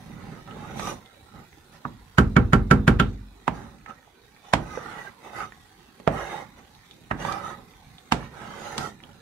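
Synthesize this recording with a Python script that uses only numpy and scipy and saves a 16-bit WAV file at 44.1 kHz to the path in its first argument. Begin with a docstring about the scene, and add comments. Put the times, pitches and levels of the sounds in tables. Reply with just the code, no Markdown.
"""A faint sizzle of hot oil and a soft scrape come first: a metal spoon turns food in a pot in a small kitchen.
It knocks and scrapes the bottom, is rapped six times on the rim to shake food off, then digs in again.
Blows are short contact pulses with a brief noise burst around the onset, room echoes and decaying low tones;
the rim also rings. Scrapes are four layers of random snaps through the pot's resonances, shaped by the
pressure of the hand. The oil is a steady stream of filtered snaps, with short dying tones for spits and bubbles."""
import sys
import numpy as np
from scipy import signal
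from scipy.fft import rfft, irfft, next_fast_len
from scipy.io import wavfile
from scipy.ndimage import uniform_filter1d, map_coordinates

SR = 44100
rng = np.random.default_rng(int(sys.argv[2]) if len(sys.argv) > 2 else 0)


def put_to_file(sound):
    """Save the sound as 16-bit audio at rate SR, in the file named by the first command-line argument."""
    columns = np.atleast_2d(sound).T  # one column per channel
    safe = np.clip(columns, -1, 1)
    whole_steps = np.round(safe * 32767)
    wavfile.write(sys.argv[1], SR, whole_steps.astype(np.int16))


N = 406161  # length in samples

# Spoon on the rim. Each row: start in seconds, level in dB before the mix trims,
# then thud, crack and spoon clang in dB, each heard as its distance from the average rap.
RIM_RAPS = [(2.184, -6, -10, -25.5, -22), (2.366, -7, -7.5, -33, -18.5), (2.533, -6, -10, -28, -21.5),
            (2.712, -4.5, -11.5, -27.5, -23), (2.879, -6, -10, -26, -18.5), (2.999, -11.5, -9.5, -25, -8.5)]
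# Colour of a rap's contact. Each row: frequency in Hz, level in dB per Hz before the mix trims.
RAP_CONTACT_COLOUR = [(20, 5), (45, 3), (75, 9), (130, 11), (200, 7.5), (350, 0), (600, -10), (1000, -10),
                      (1450, -4.5), (2000, -14), (3000, -20), (4500, -31), (11000, -40.5), (16000, -51)]
# Ringing of pot, stove and room under a blow on the rim; the low ones also boom under the knocks.
# Each row: frequency in Hz, level in dB relative to the blow, time to fall 60 dB in seconds.
RINGING_MODES = [(47.7, -13.5, 0.7), (65, -11.5, 0.28), (93.5, -26, 0.99), (112, -32, 0.2),
                 (153, -15, 0.33), (205.8, -17, 0.597), (226.3, -15, 0.35), (256.6, -19, 0.49),
                 (313.4, -21, 0.31), (363, -13, 0.18), (401.4, -19.5, 0.23), (479, -20.5, 0.26),
                 (797, -22, 0.17), (1116, -22.5, 0.11), (1300, -19, .09), (1351, -8, 0.097),
                 (1557, -7.5, 0.05), (1620, -24.5, 0.075), (1820, -36.5, 0.16), (2240, -19, 0.071),
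                 (3044, -22, 0.047), (4580, -35.5, 0.091), (6860, -24, .03), (10600, -37, .03)]
DETUNE = 0.0081  # the pot shifts on the stove: typical pitch change of a mode, as a share of its frequency


def raps():
    """The spoon hits the same spot of the rim each time, so every rap rings much alike."""
    out = np.zeros((2, N))
    room = kitchen(early_db=5.0, early_t60=0.052, tail_db=-1.5)
    _, _, usual_thud, usual_crack, usual_clang = np.mean(RIM_RAPS, axis=0)
    for s, db, thud_db, crack_db, clang_db in RIM_RAPS:
        contact = blow(RAP_CONTACT_COLOUR, thud_db - usual_thud, crack_db - usual_crack,
                       tone_hz=3280, tone_db=clang_db - usual_clang)
        add(out, s, amp(db + 29.5) * signal.fftconvolve(contact, room, axes=1))
        burst = amp(db + 8.5) * onset_noise(contact, delay=0.00067, fade=0.0023)
        add(out, s - 0.01, burst)
        for k, (hz, level_db, t60) in enumerate(RINGING_MODES):
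            add(out, s, amp(db) * rim_ring(k, hz, level_db, t60))
    return out


def rim_ring(k, hz, level_db, t60):
    """One mode of pot, stove or room swells up within a fraction of a cycle or so and dies away."""
    t = np.arange(SR) / SR
    # the deeper the mode, the more alike its phase and its level in both ears
    loose = min(hz / 2000, 1)
    side_db = 3.2 * loose * rng.standard_normal((2, 1))
    gain = amp(level_db + rng.normal(0, 1.45) + side_db - 60 * t / t60)
    phase = k * np.pi + 1.6 * loose * rng.standard_normal((2, 1))
    pitch = hz * (1 + DETUNE * rng.standard_normal())
    swell = 1 - np.exp(-hz * t / 0.082)
    return gain * np.sin(2 * np.pi * pitch * t + phase) * swell


# Spoon against bottom and wall. Each row: start in seconds, level in dB before the mix trims,
# thud and crack in dB (the contact takes their distance from the average knock, the boom the thud itself),
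# tone of the struck spot in Hz, its lift in dB.
POT_KNOCKS = [(0.476, -42, -10, -17, 1280, 13), (0.796, -20, -20, -19, 790, -3),
              (0.872, -30.5, -20, -9, 790, 19), (1.852, -21, -4.5, -52, 1120, 9.5),
              (3.479, -9, -11.5, -28, 870, 7.5), (3.861, -38, -31, -18.5, 1920, 18),
              (4.536, -0.5, -14, -22.5, 780, 2.5), (4.774, -22.5, -23, -42, 497, 16.5),
              (6.0, -35.5, -10.5, -22, 495, 16), (6.076, -6, -12.5, -31, 614, 13),
              (7.112, -10.5, -11, -34.5, 1720, 7.5), (7.25, -20, -21, -23, 802, 9),
              (7.324, -28, -27, -8, 780, 13), (8.122, -2.5, -16.5, -19.5, 854, 1.5),
              (8.78, -18.5, -12, -7.5, 834, 2)]
# Colour of a knock's contact. Each row: frequency in Hz, level in dB per Hz before the mix trims.
KNOCK_CONTACT_COLOUR = [(20, -50), (48, 6.5), (80, 0.5), (130, 8), (240, 7.5), (380, -1.5), (600, -2),
                        (850, 1), (1350, -4), (2000, -7), (3000, -11.5), (5000, -22.5), (8000, -25.5),
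                        (16000, -50)]


def knocks():
    """Food damps the blows inside the pot; only the low boom of stove and room rings on."""
    out = np.zeros((2, N))
    _, _, usual_thud, usual_crack, _, _ = np.mean(POT_KNOCKS, axis=0)
    boom = low_boom()
    for s, db, thud_db, crack_db, tone_hz, tone_db in POT_KNOCKS:
        contact = blow(KNOCK_CONTACT_COLOUR, thud_db - usual_thud, crack_db - usual_crack, tone_hz, tone_db)
        room = kitchen(early_db=5.5, early_t60=0.035, tail_db=-4.5)
        add(out, s, amp(db + 19) * signal.fftconvolve(contact, room, axes=1))
        burst = amp(db - 5.5) * onset_noise(contact, delay=0.00054, fade=0.0021)
        add(out, s - 0.01, burst)
        add(out, s, amp(db + thud_db - 11.5) * boom)
    return out


def low_boom():
    """The modes of stove and room below 330 Hz, dying away together."""
    t = np.arange(SR) / SR
    boom = np.zeros(SR)
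    for k, (hz, level_db, t60) in enumerate(RINGING_MODES):
        if hz < 330:
            boom += (-1) ** k * amp(level_db - 60 * t / t60) * np.sin(2 * np.pi * hz * t)
    return boom


def blow(colour, thud_db, crack_db, tone_hz, tone_db):
    """One contact: its weight sets the bass, its hardness the treble, the struck spot a broad tone."""
    tilt = [(260, thud_db), (520, 0), (2000, 0), (4200, crack_db)]

    def colour_db(hz):
        return along(colour, hz) + along(tilt, hz) + tone_db * bell(hz, tone_hz, 0.5 * tone_hz)
    return pulse(colour_db)[None]


def onset_noise(contact, delay, fade):
    """A short burst of noise in the blow's colour swells just before the hit and fades; starts 10 ms ahead."""
    t = np.arange(SR // 50) / SR - 0.01 - delay  # seconds from the top of the swell
    swell = np.exp(-np.abs(t) / np.where(t < 0, 0.0038, fade))
    noise = rng.standard_normal((2, len(t))) * swell
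    coloured = signal.fftconvolve(noise, contact, axes=1)
    return filtered(coloured, lambda hz: hz ** 4 / (hz ** 4 + 650 ** 4))  # thins out the bass


# Strokes of the spoon. Each row: start in seconds, length in seconds, rub in dB halfway before the mix trim,
# swell from start to end in dB, then judder, drag and grit in dB relative to the rub before their own trims.
SPOON_STROKES = [(0.0, 0.39, -55.5, 10.5, 15.5, -0.5, -14), (0.484, 0.43, -49, 5, 8.5, 3, -12),
                 (0.776, 0.13, -42, 4.5, 7, 2.5, -1), (0.926, 0.018, -53.5, -7, 0, 13.5, -8),
                 (1.35, 0.065, -57, -1, 13, 4, -15), (1.738, 0.029, -55.5, -2, 6, -4, -5),
                 (3.554, 0.25, -56.5, -17.5, 12, 0, -11), (3.897, .025, -51.5, -8, 0.5, 0.5, -13),
                 (4.443, 0.084, -59, 2, -3, 3, -4), (4.6, 0.16, -48.5, 7.5, 5.5, 3, -9.5),
                 (4.755, 0.32, -42, 1.5, -3, -5.5, -14), (5.24, 0.065, -48, -2, -9, 0.5, -11.5),
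                 (5.334, 0.09, -40.5, 6.5, -4, -1.5, -10.5), (6.122, 0.3, -41, -2.5, -6, 2, -11),
                 (6.588, 0.015, -57.5, -8, 2, 2, -10), (7.209, 0.13, -36, 0.5, -0.5, -1, -10),
                 (7.353, 0.16, -43, 5.5, -0.5, -0.5, -11.5), (7.56, .045, -59.5, 5, 11, 5, -12),
                 (8.163, 0.1, -44.5, 1, 3.5, -4, -13.5), (8.325, .15, -47, 10, 3.5, -0.5, -10.5),
                 (8.506, 0.25, -43, 9, -1.5, -1, -7), (8.782, .1, -42, -5.5, 6, 2.5, -1),
                 (9.034, .17, -64, -9, 13, 2, -10)]
# Colours of the four kinds of friction: the pot shaking, food dragging, spoon rubbing, metal grating.
# Each row: frequency in Hz, relative level in dB per Hz before the pot's resonances.
JUDDER_COLOUR = [(20, -1), (48, -4), (85, -2), (140, 4.5), (220, 1), (330, -7), (600, -23), (1500, -92)]
DRAG_COLOUR = [(150, -56), (330, 0), (450, 0), (650, -4.5), (830, 2), (1050, -9), (1600, -42.5)]
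RUB_COLOUR = [(600, -43), (1000, -2), (1300, 0.5), (1650, -2.5), (2200, -6.5), (2900, -10.5), (4500, -47)]
GRIT_COLOUR = [(1200, -16), (2300, -7), (3200, 2), (4800, -1.5), (7000, -6), (10000, -11.5), (14500, -18.5),
               (16000, -27)]
JUDDER_GROWS, DRAG_GROWS, GRIT_GROWS = 0.61, 0.92, 1.03  # dB per dB of rub: grit needs pressure most
UNEVEN_DB, UNEVEN_PER_S = 0.83, 24  # unsteadiness of the hand: depth, random knots a second
CATCH_DB, CATCH_PER_S = 0.5, 70  # the spoon catches and lets go: depth, random knots a second


def scrapes():
    """Each stroke shakes the pot, drags through the food, rubs the bottom and grates where metal meets metal."""
    power = np.zeros((4, N))
    for start, length, db, swell_db, judder_db, drag_db, grit_db in SPOON_STROKES:
        press_db = pressure(start, length, swell_db)
        touching = press_db > -60
        p = press_db[touching]
        layers_db = [judder_db + JUDDER_GROWS * p, drag_db + DRAG_GROWS * p, p, grit_db + GRIT_GROWS * p]
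        power[:, touching] += amp(db + np.array(layers_db)) ** 2
    hand_db = UNEVEN_DB * wobble(UNEVEN_PER_S) + CATCH_DB * wobble(CATCH_PER_S)
    judder, drag, rub, grit = np.sqrt(power) * amp(hand_db)
    out = amp(-2.5) * judder * friction(JUDDER_COLOUR, rate=1000, patch_db=1.5)
    out += amp(1.5) * drag * friction(DRAG_COLOUR, rate=2000, patch_db=2.5)
    out += amp(1.6) * rub * friction(RUB_COLOUR, rate=6000, patch_db=5.0)
    out += amp(2.0) * grit * friction(GRIT_COLOUR, rate=12000, patch_db=5.5)
    return out


ATTACK_DB_PER_S, RELEASE_DB_PER_S = 502, 286  # how fast the spoon bites and lifts off
ARCH_DB = 2.5  # the hand presses hardest in mid-stroke


def pressure(start, length, swell_db):
    """Course of one stroke in dB: the spoon bites, presses on in a rising or falling arch, and lifts off."""
    t = np.arange(N) / SR - start
    way = np.clip(t / length, 0, 1) - 0.5
    held = swell_db * way - ARCH_DB * (2 * way) ** 2
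    return held - ATTACK_DB_PER_S * np.maximum(-t, 0) - RELEASE_DB_PER_S * np.maximum(t - length, 0)


def friction(colour, rate, patch_db):
    """Small slips of the spoon sound through the pot, patchy as the contact point wanders over the metal."""
    slips = spread(patchy(grains(rate), patch_db))
    return unit(filtered(slips, lambda hz: amp(along(colour, hz) + pot_db(hz))))


# Resonances of the pot with food in it. Each row: frequency in Hz, width in Hz,
# lift in dB (in full for friction, in part for the sizzle).
POT_RESONANCES = [(220, 48, 3), (563, 19, 9), (817, 135, 4.5), (1284, 130, 6.5), (1936, 210, 5.5),
                  (3000, 220, 0.5), (3610, 260, 2.5), (3750, 170, 6), (5990, 280, 11), (6700, 300, 7),
                  (7900, 300, 3), (9360, 830, 3.5), (10960, 1200, 7)]


def pot_db(hz):
    """The lift that the pot's resonances give each frequency."""
    return sum(db * bell(hz, centre, width) for centre, width, db in POT_RESONANCES)


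# Clear oil spits and wet smacks of the food.
# Each row: start in seconds, level in dB before the room answers, pitch in Hz.
OIL_SPITS = [(0.51, -38, 3000), (1.06, -41.5, 3530), (1.529, -44, 2040), (4.076, -47, 795),
             (4.364, -44, 2100), (5.522, -35, 1820), (6.75, -42, 3960), (6.911, -35.5, 3580),
             (7.983, -36.5, 3600), (9.003, -40.5, 2080), (9.037, -35, 3120)]
BUBBLE_DB, BUBBLE_RANGE_DB = -60.5, 13  # the quietest bubbles, and how much louder the loudest may be


def spits(count=600):
    """A few clear spits among many small bubbles bursting in the oil."""
    out = np.zeros(N)
    for s, db, hz in OIL_SPITS:
        add(out, s, amp(db) * bubble(hz, cycles=3.5))
    for when, size, pitch in rng.random((count, 3)):
        level_db = BUBBLE_DB + BUBBLE_RANGE_DB * size ** 3  # mostly quiet ones
        add(out, when * N / SR, amp(level_db) * bubble(1500 * 4 ** pitch, cycles=2.5))
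    room = kitchen(early_db=1, early_t60=0.04, tail_db=-9)
    return signal.fftconvolve(out[None], room, axes=1)[:, :N]


def bubble(hz, cycles):
    """A bursting bubble: a few dying cycles."""
    t = np.arange(SR // 40) / SR
    return np.sin(2 * np.pi * hz * t) * np.exp(-hz * t / cycles)


# Colour of frying oil and room tone. Each row: frequency in Hz, relative level in dB per Hz
# before the pot's resonances.
SIMMER_COLOUR = [(15, -47), (25, -5.5), (55, -4.5), (148, -8), (248, -9), (486, -15), (557, -20.5),
                 (654, -24), (749, -13.5), (1060, -20.5), (2150, -21.5), (2890, -27), (3780, -22.5),
                 (5230, -30), (15800, -37.5)]
# Rise and fall of the simmer, which sinks while the food is lifted out of the oil.
# Each row: time in seconds, gain in dB.
SIMMER_COURSE = [(0, 2), (3.5, -1.5), (4.15, -3), (4.7, 1), (6.8, .5), (7.85, 1), (8.6, -1)]
SIMMER_DB = -53.5  # rms before the room tone trim and the course
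ROOM_TONE_DB = -1.5  # trim of the low room tone


def simmer():
    """Fine steady sizzle of the oil, made of tiny snaps, over the low tone of the room."""
    fizz = spread(patchy(grains(rate=6000), depth_db=4.0))
    coloured = filtered(fizz, lambda hz: amp(along(SIMMER_COLOUR, hz) + 0.3 * pot_db(hz)))
    whole = amp(SIMMER_DB) * unit(coloured)
    room_tone = filtered(whole, lambda hz: 1 / (1 + (hz / 450) ** 4))
    sizzle = whole - room_tone
    course_db = np.interp(np.arange(N) / SR, *np.transpose(SIMMER_COURSE))
    return (room_tone * amp(ROOM_TONE_DB) + sizzle) * amp(course_db)


# Decay of the kitchen's tail. Each row: frequency in Hz, time to fall 60 dB in seconds.
KITCHEN_DECAY = [(50, 0.65), (130, 0.16), (300, 0.44), (750, 0.27), (2000, 0.19), (5000, 0.2),
                 (14000, 0.16)]


def kitchen(early_db, early_t60, tail_db):
    """Direct sound, a quick cloud of echoes from pot and wall, then the room's tail."""
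    hz, t, z = signal.stft(rng.standard_normal((2, SR * 3 // 4)), SR, nperseg=256)
    decay = amp(-60 * t / along(KITCHEN_DECAY, hz)[:, None])
    tail = signal.istft(z * decay, SR, nperseg=256)[1]
    t = np.arange(tail.shape[1]) / SR
    early = rng.standard_normal(tail.shape) * amp(-60 * t / early_t60)
    early = filtered(early, lambda hz: hz ** 2 / (hz ** 2 + 300 ** 2))  # small surfaces do not return the bass
    tail = tail * (1 - np.exp(-t / 0.0045))
    answer = spread(amp(early_db) * unit(early) + amp(tail_db) * unit(tail)) / np.sqrt(len(t))
    answer[0, 0] += 1
    answer[1, 3] += 1  # the direct sound reaches the left microphone a little sooner
    return answer


# Stereo width. Each row: frequency in Hz, likeness of left and right (1 the same, 0 unrelated).
LEFT_RIGHT_LIKENESS = [(60, 1), (130, 0.9), (250, 0.8), (600, 0.44), (1300, 0.37), (2500, 0), (6000, 0)]


def spread(pair):
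    """Two unrelated signals become a diffuse field: one in the bass, two in the treble."""
    def shares(hz):
        turn = np.arccos(np.clip(along(LEFT_RIGHT_LIKENESS, hz), -1, 1)) / 2
        return np.array([np.cos(turn), np.sin(turn)])
    mid, side = filtered(pair, shares)
    return np.array([mid + side, mid - side])


def placed(pair, lean):
    """Shares each frequency between left and right."""
    return filtered(pair, lambda hz: amp(np.array([[0.5], [-0.5]]) * along(lean, hz)))


def grains(rate):
    """Stereo stream of tiny snaps of random size, about rate a second, rms 1."""
    return unit((rng.random(N) < rate / SR) * rng.standard_normal((2, N)))


def patchy(x, depth_db):
    """Short-lived patches of gain over time and frequency, the same in both channels."""
    z = signal.stft(x, nperseg=1024)[2]
    field = uniform_filter1d(rng.standard_normal(z.shape[1:]), size=3, axis=0)  # across frequency
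    field = uniform_filter1d(field, size=10, axis=1)  # across time
    return signal.istft(z * amp(depth_db * unit(field)), nperseg=1024)[1][:, :N]


def pulse(colour_db, size=8192):
    """The sharpest causal pulse with the given spectrum."""
    cepstrum = irfft(np.log(amp(colour_db(np.fft.rfftfreq(size, 1 / SR)))))
    cepstrum[1:size // 2] *= 2
    cepstrum[size // 2 + 1:] = 0
    return irfft(np.exp(rfft(cepstrum)))


def bell(hz, centre, width):
    """Shape of one resonance, 1 at its centre."""
    return 1 / (1 + (2 * (hz - centre) / width) ** 2)


def wobble(rate):
    """A smooth random curve, rate knots a second."""
    return map_coordinates(rng.standard_normal(int(N * rate / SR) + 4), [np.arange(N) * rate / SR])


def filtered(x, response):
    """x times a response of frequency."""
    m = next_fast_len(x.shape[-1] + SR // 4)
    return irfft(rfft(x, m) * response(np.fft.rfftfreq(m, 1 / SR)), m)[..., :x.shape[-1]]


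def along(points, hz):
    """(Hz, value) points read on a log axis."""
    f, v = np.transpose(points)
    return np.interp(np.log(hz + 1), np.log(f + 1), v)


def add(track, s, sound):
    """Mixes a sound into the track from time s on."""
    part = track[..., max(round(s * SR), 0):][..., :sound.shape[-1]]
    part += sound[..., :part.shape[-1]]


def amp(db):
    """Decibels to gain."""
    return 10 ** (np.asarray(db) / 20)


def unit(x):
    """Scaled to rms 1."""
    return x / np.sqrt(np.mean(x ** 2) + 1e-20)


# Stereo lean of blows on the rim, and of sounds inside the pot.
# Each row: frequency in Hz, left minus right in dB.
RIM_BALANCE = [(60, -0.5), (110, -0.5), (200, -1.5), (380, -4), (700, -8.5), (1290, -6.5), (2380, -4),
               (4400, -1), (8120, 1), (15000, -1)]
POT_BALANCE = [(60, 1.5), (110, -6), (200, -3), (380, -4.5), (700, -7), (1290, -9), (2380, -5),
               (4400, -2.5), (8120, 2.5), (15000, -1.5)]


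def scene():
    """Spoon and oil; the middle range of the pot reaches the right side more strongly."""
    inside_pot = knocks() + scrapes() + simmer() + spits()
    return placed(raps(), RIM_BALANCE) + placed(inside_pot, POT_BALANCE)


TOP_HZ = 15750  # band limit of the microphone


def record(dry):
    """The microphone drops the deepest bass, rounds off the loudest peaks and keeps nothing above its band limit."""
    highpass = signal.butter(N=3, Wn=34, btype="highpass", fs=SR, output="sos")
    thinned = signal.sosfilt(highpass, dry)
    rounded = thinned / (1 + np.abs(thinned / 1.02) ** 6) ** (1 / 6)
    return filtered(rounded, lambda hz: hz < TOP_HZ)


dry = scene()
out = record(dry)
put_to_file(out)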